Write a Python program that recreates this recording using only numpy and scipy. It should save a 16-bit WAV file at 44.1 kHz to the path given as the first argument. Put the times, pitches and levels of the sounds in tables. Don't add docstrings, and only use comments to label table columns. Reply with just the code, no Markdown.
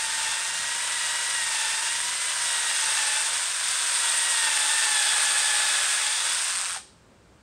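import sys
import numpy as np
from scipy import signal
from scipy.fft import rfft, irfft, next_fast_len
from scipy.io import wavfile
from scipy.ndimage import map_coordinates

SR = 44100
rng = np.random.default_rng(int(sys.argv[2]) if len(sys.argv) > 2 else 0)


def generate_wav(sig):
    pcm = np.round(np.clip(np.atleast_2d(sig).T, -1, 1) * 32767).astype(np.int16)
    wavfile.write(sys.argv[1], SR, pcm)


N = 327222

MOTOR_RATIO, CHUCK_RATIO = .357, .0245
EXIT_S = 6.51


def amp(db):
    return 10 ** (np.asarray(db) / 20)


def unit(x):
    return x / np.sqrt(np.mean(x ** 2) + 1e-20)


def since(start_s):
    return np.maximum(np.arange(N) / SR - start_s, 0)


def along(points, hz):
    f, v = np.transpose(points)
    return np.interp(np.log(hz + 1), np.log(f + 1), v)


def curves(rows):
    times, *columns = np.transpose(rows)
    return [np.interp(np.arange(N) / SR, times, column) for column in columns]


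def wobble(rate):
    knots = rng.standard_normal(int(N * rate / SR) + 4)
    return map_coordinates(knots, [np.arange(N) * rate / SR])


def filtered(x, response):
    size = next_fast_len(N + SR // 2)
    hz = np.fft.rfftfreq(size, 1 / SR)
    return irfft(rfft(x, size) * response(hz), size)[:N]


def coloured(x, spectrum):
    return unit(filtered(x, lambda hz: amp(along(spectrum, hz))))


def ringing(x, modes):
    def response(hz):
        total = 0
        for k, (centre, width, db) in enumerate(modes):
            damping = 1j * hz * width
            total = total + (-1) ** k * amp(db) * damping / (centre ** 2 - hz ** 2 + damping)
        return total
    return unit(filtered(x, response))


def grains(per_second, spread_db):
    hit = rng.random(N) < per_second / SR
    size = amp(spread_db * rng.standard_normal(N))
    return unit(hit * rng.standard_normal(N) * size)


# (gear tone [Hz], low whine [dB], high whine [dB])
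WHINE_AT_SPEED = [(846, -45.5, -34), (856, -39.5, -35), (910, -38.5, -36), (937, -39.5, -37),
                  (964, -41.3, -35), (980, -40, -39), (1039.4, -43, -38)]
# (centre time [s], half-length to 1/e [s], surge [dB])
BITES = [(1.12, 0.27, 2), (1.6, 0.26, 3), (3.153, .1, 1.5), (4.45, 0.094, 7), (4.8, 0.11, 3.5),
         (5.88, .14, 1)]
WHINE_FADE_DB_PER_S = 50
LOOSE_LOW_DB, LOOSE_HIGH_DB = -2.5, -11.5


def whine_levels(gear_hz, near_db, looseness, near_share=.45, swell_db=1.0):
    hz, low_db, high_db = np.transpose(WHINE_AT_SPEED)
    t = np.arange(N) / SR
    bite_db = sum(db * np.exp(-((t - centre) / length) ** 2) for centre, length, db in BITES)
    shared_db = near_share * near_db - WHINE_FADE_DB_PER_S * since(EXIT_S)
    low = np.interp(gear_hz, hz, low_db) + LOOSE_LOW_DB * looseness
    high = np.interp(gear_hz, hz, high_db) + LOOSE_HIGH_DB * looseness + bite_db
    return [db + shared_db + swell_db * wobble(10) for db in (low, high)]


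# (multiple of the gear tone [ratio], level against the whine [dB], phase waver [rad],
# which whine it follows [0 low .. 1 high])
PARTIALS = [(.367, -24, .9, .1), (.968, -1.5, .42, .1), (1.035, -5, .6, 0), (1.7, -11, 1.4, .5),
            (2, .4, .44, 1), (2.15, -11.5, .9, 1), (2.98, -2.5, .7, .8), (3.97, -4.5, 1.4, .7)]


def whine(cycles, low_db, high_db, low_throb=0.48, high_throb=0.23, flutter_db=1.8):
    turn = np.sin(2 * np.pi * cycles * CHUCK_RATIO + 0.99 * wobble(5))
    tone = np.zeros(N)
    for multiple, db, waver, share in PARTIALS:
        phase = 2 * np.pi * multiple * cycles + waver * (wobble(25) + .5 * wobble(130))
        level_db = low_db + share * (high_db - low_db) + db + flutter_db * wobble(60)
        throb = 1 + (low_throb + share * (high_throb - low_throb)) * turn
        tone += amp(level_db) * throb * np.sin(phase)
    return tone


# (frequency [Hz], level per Hz [dB])
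GEARBOX = [(100, -48.5), (280, -29.5), (420, -19), (580, -9.5), (760, -9), (950, -7), (1120, -4.5),
           (1350, -1.5), (1600, 2.5), (2150, -3.5), (2900, -4.5), (4200, -5.5), (8000, -18.5), (16000, -57)]


def rattle(shake):
    return coloured(shake * grains(per_second=20000, spread_db=0.5), GEARBOX)


# (frequency [Hz], level per Hz [dB])
GRIT_SPECTRUM = [(300, -45.5), (1000, -16), (2500, -1), (4000, -2), (4400, -4.5), (4900, 0.5), (6200, -.5),
                 (7500, 0.5), (9500, -2), (10500, -13), (13000, -26.5), (16000, -27.5)]
# (frequency [Hz], width [Hz], level [dB])
TUBE = [(3400, 130, 1), (3700, 200, -2), (4780, 350, -7)]


def scrape(cycles, shake, ring_db, swing_db=0.6, patchy_db=0.6, ring_flutter_db=2, snag_db=-22):
    turn = np.sin(2 * np.pi * cycles * CHUCK_RATIO)
    pressure = shake * amp(swing_db * turn + patchy_db * wobble(45))
    snags = amp(snag_db) * grains(per_second=20, spread_db=0.5)
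    grit = coloured(pressure * grains(per_second=30000, spread_db=1) + snags, GRIT_SPECTRUM)
    ring = ringing(pressure * grains(per_second=6000, spread_db=2.5), TUBE)
    return grit + amp(ring_db + ring_flutter_db * wobble(30)) * ring


# (frequency [Hz], level per Hz [dB])
MIC_PEAK_SPECTRUM = [(3000, -47), (6500, -22), (7700, -8.5), (8300, -1), (8750, 1), (9300, -7.5),
                     (10200, -22.5), (12000, -28.5), (16000, -45)]


def hiss(shake, patchy_db=1.05):
    fizz = amp(patchy_db * wobble(70)) * grains(per_second=30000, spread_db=2.5)
    return coloured(shake * fizz, MIC_PEAK_SPECTRUM)


def backlash(cycles, gear_hz, decay_s=0.0021, scatter_db=2, drift=.12):
    slaps = np.abs(cycles * MOTOR_RATIO / 2 + drift * wobble(30))
    size = amp(scatter_db * rng.standard_normal(N))[slaps.astype(int)]
    age_s = slaps % 1 / (gear_hz * MOTOR_RATIO / 2)
    return unit(size * np.exp(-age_s / decay_s))


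# (frequency [Hz], level per Hz [dB])
SHELL = [(400, -42.5), (900, -12.5), (1300, -5.5), (1650, -8), (2100, -15.5), (4700, -13.5), (7000, -18),
         (8600, -4), (10200, -31), (16000, -55)]


def gear_slaps(slap):
    return coloured(slap * rng.standard_normal(N), SHELL)


# (start [s], end [s], gear slap [dB])
LOOSE_SPELLS = [(3.42, 3.839, -41), (6.12, 6.42, -44), (6.56, 6.74, -34.5)]
LOOSE_EASE_S = 0.12


def loose_running():
    t = np.arange(N) / SR
    spells, slap_gains = [], []
    for start, end, db in LOOSE_SPELLS:
        outside_s = np.abs(t - np.clip(t, start, end))
        spell = np.exp(-outside_s / LOOSE_EASE_S)
        spells.append(spell)
        slap_gains.append(amp(db) * spell)
    return np.max(spells, axis=0), np.max(slap_gains, axis=0)


# (level when nearest and unloaded [dB], rise at load 1 [dB], share of nearness [ratio])
RATTLE_LAW = (-32, 2.63, .65)
SCRAPE_LAW = (-30, 1.5, 0.53)
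HISS_LAW = (-26, -0.75, 1.39)
RING_LAW = (-6.5, 1, 1)
SLAP_LAW = (-42, 0, 1.9)


def part_db(law, load, near_db, unsteady_db=.4):
    base_db, load_db, share = law
    return base_db + load_db * load + share * near_db + unsteady_db * wobble(11)


# (time [s], gear tone [Hz])
SPEED = [(0, 925), (.3, 907), (.88, 984), (1.05, 960), (1.3, 972), (1.62, 892), (1.78, 915), (2.2, 1022),
         (2.55, 956), (2.8, 933), (3, 886), (3.16, 879.5), (3.55, 1036), (4.1, 948.6), (4.3, 956),
         (4.6, 876), (4.78, 900), (5.05, 854.7), (5.6, 861), (5.98, 838.3), (6.55, 1037), (6.75, 1015)]
# (time [s], level [dB])
LOUDNESS = [(0.0, -30.5), (0.25, -30), (0.55, -31.5), (1.0, -29.5), (1.6, -29.0), (2.15, -30),
            (2.45, -28.1), (3.0, -26.5), (3.55, -29.5), (3.95, -25.5), (4.6, -25.5), (5.35, -24.5),
            (5.9, -26.5), (6.12, -28.5), (6.3, -26.5), (6.75, -33.0)]
FREE_HZ, SAG_HZ = 1058, 200
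WAVER_HZ, WAVER_RATE = 1.8, 14
CONTACT_FADE_DB_PER_S, RING_FADE_DB_PER_S = 12.5, 75
LOOSE_RING_DB = 2.5
RUN_DOWN_START_S = 6.768


def drill(run_down_s=0.13, steady_depth=0.07, free_depth=0.37):
    gear_hz = curves(SPEED)[0] + WAVER_HZ * wobble(WAVER_RATE)
    cycles = np.cumsum(gear_hz) / SR
    load = (FREE_HZ - gear_hz) / SAG_HZ
    loud_db, = curves(LOUDNESS)
    near_db = loud_db - loud_db.max()
    laws = (RATTLE_LAW, SCRAPE_LAW, HISS_LAW, RING_LAW, SLAP_LAW)
    rattle_db, scrape_db, hiss_db, ring_db, slap_db = [part_db(law, load, near_db) for law in laws]
    looseness, loose_gain = loose_running()
    ring_db = ring_db + LOOSE_RING_DB * looseness - RING_FADE_DB_PER_S * since(EXIT_S)
    contact = amp(-CONTACT_FADE_DB_PER_S * since(EXIT_S))
    play = np.hypot(amp(slap_db), loose_gain)
    slap = backlash(cycles, gear_hz)
    depth = np.clip(steady_depth + free_depth * (play / play.max()) ** 2, 0, 1)
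    shake = np.sqrt(1 - depth + depth * slap ** 2)
    sound = whine(cycles, *whine_levels(gear_hz, near_db, looseness))
    sound += contact * amp(rattle_db) * rattle(shake)
    sound += contact * amp(scrape_db) * scrape(cycles, shake, ring_db)
    sound += amp(hiss_db) * hiss(shake)
    sound += play * gear_slaps(slap)
    return sound * amp(-60 * since(RUN_DOWN_START_S) / run_down_s)


# (frequency [Hz], level per Hz [dB])
ROOM_NOISE = [(20, -32), (35, -14.5), (58, -2), (110, -3.5), (146, -6), (190, -4.5), (300, -10),
              (500, -11.5), (1200, -37.5), (4000, -80)]
# (frequency [Hz], level per Hz [dB])
AIR = [(100, -14.5), (500, -2.5), (1200, -4), (2800, -12.5), (6500, -17.5), (8550, -15), (10600, -31),
       (15000, -35)]
# (time [s], level [dB])
RUMBLE_LEVEL = [(0, -60), (2.1, -62), (3, -64.5), (5.9, -66), (6.68, -63.5), (6.82, -58.5), (7.42, -58.5)]


def room_noise(swell_db=1.6, hum_hz=59.0, hum_db=-12, air_db=-60.5):
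    rumble_db, = curves(RUMBLE_LEVEL)
    rumble = amp(swell_db * wobble(14)) * coloured(rng.standard_normal(N), ROOM_NOISE)
    hum_phase = 2 * np.pi * hum_hz * np.arange(N) / SR + .3 * wobble(2.8)
    hum = amp(hum_db) * np.sin(hum_phase)
    air = amp(air_db) * coloured(rng.standard_normal(N), AIR)
    return amp(rumble_db) * (rumble + hum) + air


# (frequency [Hz], time to fall 60 dB [s])
WORKSHOP = [(200, .35), (1500, 0.29), (5000, 0.57), (12000, 0.33)]


def workshop(x):
    hz, t, z = signal.stft(rng.standard_normal(SR // 2), SR, nperseg=256)
    decay = amp(-60 * t / along(WORKSHOP, hz)[:, None])
    tail = signal.istft(z * decay, SR, nperseg=256)[1]
    delayed = np.pad(x, (SR // 200, 0))
    return signal.fftconvolve(delayed, tail / np.linalg.norm(tail))[:N]


# (frequency [Hz], level [dB], time to fall 60 dB [s])
BRAKE = [(662, -36, 0.049), (765, -32.5, 0.094), (860, -29, 0.055), (1470, -41, .04)]


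def brake(start_s=6.757, attack_s=0.0047):
    t = since(start_s)
    knock = sum(amp(db - 60 * t / t60) * np.sin(2 * np.pi * hz * t) for hz, db, t60 in BRAKE)
    return knock * (1 - np.exp(-t / attack_s))


def scene(wet_db=-11):
    tool = drill() + brake()
    mono = tool + amp(wet_db) * workshop(tool) + room_noise()
    return np.array([mono, mono])


TOP_HZ = 15720


def record(dry):
    return np.array([filtered(channel, lambda hz: hz < TOP_HZ) for channel in dry])


dry = scene()
out = record(dry)
generate_wav(out)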